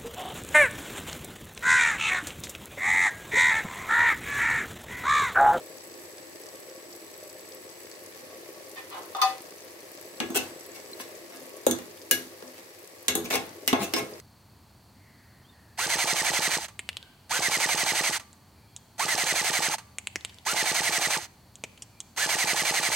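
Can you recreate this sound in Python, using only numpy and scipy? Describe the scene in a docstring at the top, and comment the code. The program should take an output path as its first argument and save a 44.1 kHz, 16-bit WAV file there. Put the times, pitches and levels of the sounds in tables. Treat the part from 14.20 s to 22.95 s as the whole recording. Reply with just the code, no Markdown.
"""A yard by a wood: at first, birds call far off over a low outdoor hum. At 1.6 s an electric airsoft
rifle fires the first of five full-auto bursts, about eleven shots a second. In each cycle the gears
grind and sag in pitch as they draw the spring, then the piston slams home. On release of the trigger,
spring and friction brake the gears. Between bursts, pellets tick on a cardboard target and a fence,
and the trees scatter a faint tail. The last burst starts near 8 s and runs to the end."""
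import sys
import numpy as np
from scipy import signal
from scipy.fft import rfft, irfft
from scipy.io import wavfile

SR = 44100
rng = np.random.default_rng(int(sys.argv[2]) if len(sys.argv) > 2 else 0)


def transcribe(u):
    """Save the signal u as a 16-bit wav file named by the first command-line argument.

    u: samples, shape (n,) or (channels, n), limited to [-1, 1]; the rate is SR.
    q: integer samples, one column per channel.
    """
    v = np.clip(np.atleast_2d(u).T, -1, 1)
    q = np.round(v * 32767).astype(np.int16)
    wavfile.write(sys.argv[1], SR, q)


N = 386051
TIME = np.arange(N) / SR
FREQ = np.fft.rfftfreq(N, 1 / SR)

# bursts of fire (trigger pull [s], first shot [s], shot interval [s], trigger release [s],
# gears at rest [s], spin-up time constant [s], coasting after the last shot [turns])
FIRING = [(1.575, 1.6655, .08695, 2.35, 2.472, .05, .36), (3.095, 3.193, .0875, 3.9, 3.988, .054, .8),
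          (4.781, 4.8531, .08848, 5.465, 5.566, .064, .85), (6.251, 6.3332, .08888, 6.93, 7.072, .056, .28),
          (7.963, 8.0621, .08898, 8.8, 8.9, .04, .7)]
# the sector gear runs free, then catches the piston (position [turns], speed [ratio], force [dB])
GEAR_CYCLE = [(0, .72, -7), (.05, .8, -11.5), (.11, .88, -11), (.17, .95, -8.5), (.28, 1, -6),
              (.34, 1, -.5), (.53, .97, 0), (.8, .86, .5), (.94, .775, -1), (1, .72, -7)]
# partials of the gear whine (frequency [multiple of the tooth rate], relative level [dB])
MESH_PARTIALS = [(1 / 3, -24), (1, -15.5), (2, -24)]
# gear wheel resonances, rung as the whine sweeps through (frequency [Hz], width [Hz], gain [dB])
WHEEL_RESONANCES = [(820, 380, 5), (2080, 650, 5.5)]
# broad response of the gearbox shell (frequency [Hz], relative gain [dB])
SHELL_RESPONSE = [(80, -16), (300, -12), (500, -4.5), (700, 4.5), (1200, -1.5), (3000, 3.5), (5000, -1),
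                  (9200, 1.5), (9700, -4), (12400, -11), (13100, -5), (14800, -21), (16000, -11)]
# its wide resonances (frequency [Hz], width [Hz], gain [dB])
SHELL_RESONANCES = [(1770, 1100, 6.5), (4350, 800, 3.5), (5430, 280, 3), (6270, 530, 9.5), (8530, 480, 4),
                    (11320, 500, 3), (11600, 300, 4)]
# its narrow metal modes (frequency [Hz], gain [dB])
METAL_MODES = [(880, 5), (1992, 1.5), (2141, -1.5), (2307, 0.5), (2949, 1), (4216, 3.5), (4931, 7.5),
               (6218, -4), (7948, 6), (8534, -0.5), (8824, -14.5)]
# air pop and body modes set off by the piston and its rebound
# (delay [s], frequency [Hz], decay time T60 [s], level [dB])
PISTON_MODES = [(-.0028, 161.6, 0.049, -31.5), (-.0013, 415, 0.0078, -12.5), (-.0004, 1174, 0.041, -29),
                (.0008, 1900, 0.0037, -28.5), (.0072, 290, 0.036, -37), (.009, 343, 0.11, -40),
                (.0095, 462, 0.073, -40), (.0105, 676, 0.011, -16), (.0118, 843, 0.027, -20.5)]
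# metal clacks of piston and nozzle (delay [s], frequency [Hz], width [Hz], level [dB])
PISTON_CLACKS = [(.0006, 2920, 1460, -37.5), (.003, 5340, 2050, -33.5), (.0054, 4560, 2500, -43.5),
                 (.0056, 7800, 2430, -39), (.0086, 4800, 2000, -47), (.012, 7930, 1500, -41)]
# the gears knock on their latch as they start or fall back (time [s], level [dB])
LATCH_KNOCKS = [(1.577, -49), (2.483, -42.5), (3.997, -39.5), (4.782, -53), (5.583, -38)]
# pellet impacts (time [s], peak level [dB], body frequency [Hz], crack frequency [Hz],
# crack gain [dB], thud gain [dB], tail gain [dB])
PELLET_HITS = [(2.5924, -15.5, 2340, 7960, -4, -20.5, -12.5), (2.6902, -10.5, 2470, 8140, -19, -20, -18.5),
               (2.7303, -32, 3000, 8000, -41, -55, -29), (2.7695, -16, 3340, 7450, -17, -43, -18.5),
               (2.8282, -29, 3480, 7460, -46, -27, -24), (4.1300, -37.5, 4000, 7360, 6, -18, -21),
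               (4.5640, -22, 3623, 6900, 6, -32, -17), (5.7850, -12, 2350, 7500, 3.5, -21, -22.5),
               (5.8720, -11, 2580, 7900, -3, -27.5, -21), (5.9583, -8.5, 2060, 5300, -2, -11, -18.5),
               (6.0095, -30.5, 3800, 6500, -13, -21, -22), (6.0490, -11, 3020, 7650, -5, -39, -19),
               (6.0950, -35.5, 3060, 7500, -39, -24, 6), (6.1445, -36, 5000, 7660, -2, -33, -30),
               (6.186, -30.5, 3630, 7150, -27, -37, -22), (6.316, -17, 8030, 9500, -4, -49, -24),
               (7.3556, -29.5, 3320, 6950, 6, -32, -17), (7.4384, -14, 2320, 6200, -4.5, -8.5, -14),
               (7.5763, -39, 3000, 7000, -8, -30, -11.5), (7.622, -24, 3070, 6860, 10.5, -19, -11.5),
               (7.8038, -18, 3420, 6850, 7, -44, -17.5)]
# far calls (time [s], duration [s], start pitch [Hz], middle pitch [Hz], end pitch [Hz], level [dB])
BIRD_CALLS = [(0.74, 0.7, 2070, 1880, 1800, -67.5), (0.92, 0.96, 1542, 1486, 1520, -78),
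              (1.302, 0.41, 1850, 1780, 1740, -69.5), (1.233, 0.13, 2980, 3680, 3300, -67),
              (2.798, 0.19, 1550, 1560, 1530, -66), (4.344, .3, 2350, 2350, 2370, -76),
              (4.443, 0.39, 3250, 3270, 3250, -77), (7.71, 0.19, 2390, 2350, 2400, -71)]
# outdoor background (frequency [Hz], relative spectral density [dB])
AIR_SPECTRUM = [(25, -25), (50, -11.5), (80, 0), (110, 0.5), (140, -6.5), (220, -7), (330, -14.5),
                (500, -19.5), (900, -15.5), (1300, -22.5), (2400, -26.5), (3700, -29), (6000, -30.5),
                (16000, -33.5)]
# level difference of the rifle between the channels (frequency [Hz], left minus right [dB])
STEREO_LEVEL = [(100, 0.5), (700, -2.5), (1300, -3), (3000, -5.5), (5100, -8), (5650, 6), (6400, -3.5),
                (7500, -4.5), (8100, 1.5), (9200, 4), (9700, 0), (16000, 0)]
# phase difference of the rifle between the channels (frequency [Hz], lead of the left [rad])
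STEREO_PHASE = [(0, 0.51), (340, -0.2), (3270, -0.5), (3700, -0.9), (4480, -0.5), (5000, -1.54),
                (5430, 0.53), (5940, 0.49), (6630, 0.95), (7150, 1.0), (7840, -1.2), (8100, 1), (9650, 0),
                (16000, 0)]

CRAWL_HZ, FULL_HZ = 329.2, 2393  # tooth rate: just moving, and running free at full speed


def piston(attack_s=.0016, clack_t60=.0075, scatter_db=1.3, jitter_s=.00016, catch_s=.029, catch_db=-14):
    """Impact excitation: each shot rings damped modes and clacks; the gear then catches the piston."""
    out = np.zeros(N)
    parts = []
    for delay, hz, t60, db in PISTON_MODES:
        env = fade(t60)
        t = TIME[:len(env)]
        onset = 1 - np.exp(-t / attack_s)
        parts.append((delay, -undb(db) * onset * env * np.sin(2 * np.pi * hz * t)))
    for delay, hz, width, db in PISTON_CLACKS:
        ring = resonate(resonate(noise_decay(clack_t60), hz, width), hz, width)
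        parts.append((delay, undb(db) * unit(ring)))
    volleys = [shot_times(*row[:4]) for row in FIRING]
    for s in np.concatenate(volleys):
        for delay, sound in parts:
            force, play = rng.standard_normal(2)
            add(out, s + delay + jitter_s * play, sound * undb(scatter_db * force))
    for s in np.concatenate([shots[:-1] for shots in volleys]):
        knock = resonate(noise_decay(t60=.082), hz=800, width=350)
        add(out, s + catch_s, undb(catch_db) * knock)
    return signal.sosfilt(signal.butter(2, 123, "high", fs=SR, output="sos"), out)


def shot_times(pull, first, interval, release, lag_s=.05, lag_decay_s=.04, carry_s=.035, carry_lag=.28):
    """Inertia: spin-up delays the shots after the first; momentum fires one due just after release."""
    shots = np.arange(first, release + carry_s, interval)
    shots[1:] += lag_s * np.exp(-(first - pull) / lag_decay_s)
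    return shots + carry_lag * np.maximum(shots - release, 0)


def gears(wobble=.00906, slow_wobble=.0605, firm_db=-26, slack=.45, waver_db=1.5, tooth_depth=.76):
    """Gear mesh: teeth whine and scrape, slowed once a turn by the spring's load. Returns mid, side."""
    turn, motor_hz, drive, push = motor()
    position, speed, load_db = np.transpose(GEAR_CYCLE)
    unevenness = wobble + slow_wobble * (1 - motor_hz / FULL_HZ)  # slow gears run less evenly
    tooth_hz = motor_hz * np.interp(turn, position, speed) * (1 + unevenness * wander(219))
    phase = 2 * np.pi * np.cumsum(tooth_hz) / SR
    force = drive * undb(np.interp(turn, position, load_db))
    # only teeth pressed hard together sing, most with the spring nearly drawn; loose ones just rattle
    pressure = np.minimum(force / undb(firm_db), 1) ** .8 * (slack + turn ** 2)
    partials = sum(undb(db + waver_db * wander(33)) * np.sqrt(2) * np.sin(multiple * phase)
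                   for multiple, db in MESH_PARTIALS)
    wheel_gain = undb(sum(db * bell(hz, width) for hz, width, db in WHEEL_RESONANCES))
    whine = shape(force * push * pressure * partials, wheel_gain)
    flutter = undb(-.61 + .5 * wander(470))
    contact = (1 + tooth_depth * np.cos(phase)) * flutter
    scrape, far_scrape = rng.standard_normal((2, N)) * contact * force
    shell = gearbox_gain()
    # gears at the far end of the housing reach the two channels out of step
    side = undb(-5) * shape(far_scrape, shell * bell(hz=4800, width=4400))
    return shape(whine + scrape, shell), side


def motor(caught_turn=.35, coast_ease=1.3, friction=.12, torque=2.03, coast_push=.76, stall_hz=1150):
    """Torque against inertia: the motor runs up; after release, spring and friction brake it.
    Returns gear position [turns], tooth rate [Hz], tooth force and an extra gain for the whine."""
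    turn, motor_hz, drive, powered = np.zeros((4, N))
    for pull, first, interval, release, rest, spin_up, coasted in FIRING:
        on = (TIME > pull) & (TIME < rest)
        t, shots = TIME[on], shot_times(pull, first, interval, release)
        # one turn a shot, starting with the piston already caught by the gear
        turns = np.interp(t, [pull, *shots], [caught_turn, *range(1, len(shots) + 1)])
        coast_left = np.interp(t, [shots[-1], rest], [1, 0])
        turn[on] = (turns + coasted * (1 - coast_left ** coast_ease)) % 1
        powered[on] = np.where(t < release, 1, coast_push)
        braking = np.cumsum((t > release) * (friction + turn[on] ** 2))
        run_up = 1 - np.exp(-(t - pull) / spin_up)
        speed = run_up * (1 - braking / max(braking[-1], 1))
        motor_hz[on] = hz = CRAWL_HZ + (FULL_HZ - CRAWL_HZ) * speed
        speed_db = -27 + 3 * np.log2(hz / FULL_HZ)
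        coast_db = -.5 * (t > release)  # unpowered teeth press less hard
        shudder_db = 2 * np.exp2(-(2 * (hz - 890) / 520) ** 2)  # the train passes its critical speed
        take_up_db = np.interp(t - pull, [.01, .0142], [-8.5, 0])  # quiet until the play is taken up
        dying_away = np.minimum((rest - t) / .023, 1)
        drive[on] = undb(speed_db + coast_db + shudder_db + take_up_db) * dying_away
    # slow gears push harder, most under power, so the whine stands out as they start and stall
    push = (FULL_HZ / np.maximum(motor_hz, stall_hz)) ** (torque * powered)
    return turn, motor_hz, drive, push


def gearbox_gain(mode_width_hz=70):
    """Structural resonance: the shell's modes colour the sound within; mean power gain is 1."""
    broad_db = sum(db * bell(hz, width) for hz, width, db in SHELL_RESONANCES)
    narrow_db = sum(db * bell(hz, mode_width_hz) for hz, db in METAL_MODES)
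    return unit(undb(curve(SHELL_RESPONSE) + broad_db + narrow_db))


def latch(rattle_t60=.082, knock_db=8, spring_hz=1170, spring_t60=.9, spring_db=-19):
    """Free vibration after impact: the gears rattle against the latch and the spring rings on."""
    rattle, ring = np.zeros((2, N))
    env = fade(spring_t60)
    spring = env * np.sin(2 * np.pi * spring_hz * TIME[:len(env)])
    for s, db in LATCH_KNOCKS:
        add(rattle, s, undb(db) * noise_decay(rattle_t60))
        add(ring, s, undb(db + knock_db) * resonate(noise_decay(t60=.12), hz=1000, width=630))
        add(ring, s, undb(db + spring_db) * spring)
    return shape(rattle, gearbox_gain()) + ring


def pellets(body_width=1200, crack_width=2600, thud_width=450, dull_hz=11000):
    """Impulse response: a tap with a crackling tail briefly rings the panel over a flap of cardboard."""
    out = np.zeros(N)
    low_pass = signal.butter(3, dull_hz, fs=SR, output="sos")
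    for s, db, body_hz, crack_hz, crack_db, thud_db, tail_db in PELLET_HITS:
        tap = undb(tail_db) * noise_decay(t60=.037) / 2
        tap[0] += 1  # the impact itself
        body = resonate(resonate(tap, body_hz, body_width), body_hz, 3 * body_width)
        ring = undb(-4) * resonate(tap, body_hz, width=300)
        crack = undb(crack_db) * resonate(resonate(tap, crack_hz, crack_width), crack_hz, 2 * crack_width)
        thud = undb(thud_db) * resonate(tap, hz=400, width=thud_width) * body_width / thud_width
        splinter = undb(-15) * tap
        cardboard = undb(-17) * resonate(tap, hz=1100, width=1400)
        hit = signal.sosfilt(low_pass, body + ring + crack + thud + splinter + cardboard)
        add(out, s, undb(db) * hit / np.abs(hit).max())
    return out


def trees(x, t60, wet_db, dull_hz):
    """Diffuse scattering: the edge of the wood returns a faint, dull tail to each side."""
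    tails = [noise_decay(t60) for _ in range(2)]
    wet = [signal.fftconvolve(x, tail / np.linalg.norm(tail))[:N] for tail in tails]
    return undb(wet_db) * shape(np.array(wet), 1 / np.hypot(1, FREQ / dull_hz))


def birds(blur_hz_per_s=450, swell=.6):
    """Random modulation widens a tone: short far calls are clear chirps, long ones hoarse glides."""
    out = np.zeros(N)
    for s, length, start_hz, middle_hz, end_hz, db in BIRD_CALLS:
        n = int(length * SR)
        progress = np.linspace(0, 1, n)
        pitch_hz = np.interp(progress, [0, .5, 1], [start_hz, middle_hz, end_hz])
        phase = 2 * np.pi * np.cumsum(pitch_hz) / SR
        blur_hz = blur_hz_per_s * length
        call = wander(blur_hz)[:n] * np.sin(phase) + wander(blur_hz)[:n] * np.cos(phase)
        env = np.sin(np.pi * progress ** swell)
        add(out, s, undb(db) * np.sqrt(2) * env * call)
    return out


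def air(level_db=-55.5, hiss_db=9.5, side_db=-12):
    """Ambient noise, coherent at low frequencies: far rumble, alike on both sides, under a thin hiss."""
    gain = undb(curve(AIR_SPECTRUM) + hiss_db * bell(hz=4420, width=650))
    mid = shape(rng.standard_normal(N), gain)
    side = shape(rng.standard_normal(N), gain * undb(side_db) * np.minimum(FREQ / 400, 1))
    return undb(level_db) * unit(np.array([mid + side, mid - side]))


def undb(db):
    """Amplitude ratio of a level in decibels."""
    return 10 ** (np.asarray(db) / 20)


def unit(x):
    """Normalisation to rms 1."""
    return x / np.sqrt(np.mean(x ** 2))


def curve(points):
    """Interpolation of (frequency [Hz], value) points on a logarithmic frequency axis."""
    hz, value = np.transpose(points)
    return np.interp(np.log(FREQ + 1), np.log(hz + 1), value)


def bell(hz, width):
    """Gaussian spectral peak of height 1; width [Hz] is taken at half height."""
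    return np.exp2(-(2 * (FREQ - hz) / width) ** 2)


def shape(x, gain):
    """Linear filtering by a gain for each frequency."""
    return irfft(rfft(x) * gain, N)


def resonate(x, hz, width):
    """Second-order resonance of bandwidth width [Hz], gain 1 at its centre."""
    return signal.lfilter(*signal.iirpeak(hz, hz / width, fs=SR), x)


def fade(t60):
    """Exponential decay that ends 60 dB down after t60 [s]."""
    return np.exp(-np.log(1000) * TIME[:int(t60 * SR)] / t60)


def noise_decay(t60):
    """Exponentially damped white noise."""
    env = fade(t60)
    return env * rng.standard_normal(2 * SR)[:len(env)]


def wander(rate_hz):
    """Random fluctuation: low-passed noise of rms 1."""
    return unit(shape(rng.standard_normal(N), np.exp(-(FREQ / rate_hz) ** 2)))


def add(out, s, x):
    """Superposition of x on out from time s."""
    i = int(s * SR)
    out[i:i + len(x)] += x[:max(N - i, 0)]


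def scene():
    """Localisation by level and phase differences: the rifle is to the right, the pellets land ahead."""
    gear_mid, gear_side = gears()
    rifle = gear_mid + piston() + latch()
    hits = pellets()
    # each channel takes half of the difference
    lean = undb(curve(STEREO_LEVEL) / 2) * np.exp(1j * curve(STEREO_PHASE) / 2)
    direct = np.array([shape(rifle, lean) + gear_side, shape(rifle, 1 / lean) - gear_side])
    rifle_tail = trees(rifle, t60=.6, wet_db=-21.5, dull_hz=12000)
    hit_tail = trees(hits, t60=1.0, wet_db=-14, dull_hz=7740)
    return direct + hits + rifle_tail + hit_tail + birds() + air()


def record(dry, top_hz=16300):
    """Band limiting: a steep low-pass filter removes the highest treble."""
    return signal.sosfilt(signal.ellip(10, .2, 70, top_hz, fs=SR, output="sos"), dry)


dry = scene()
out = record(dry)
transcribe(out)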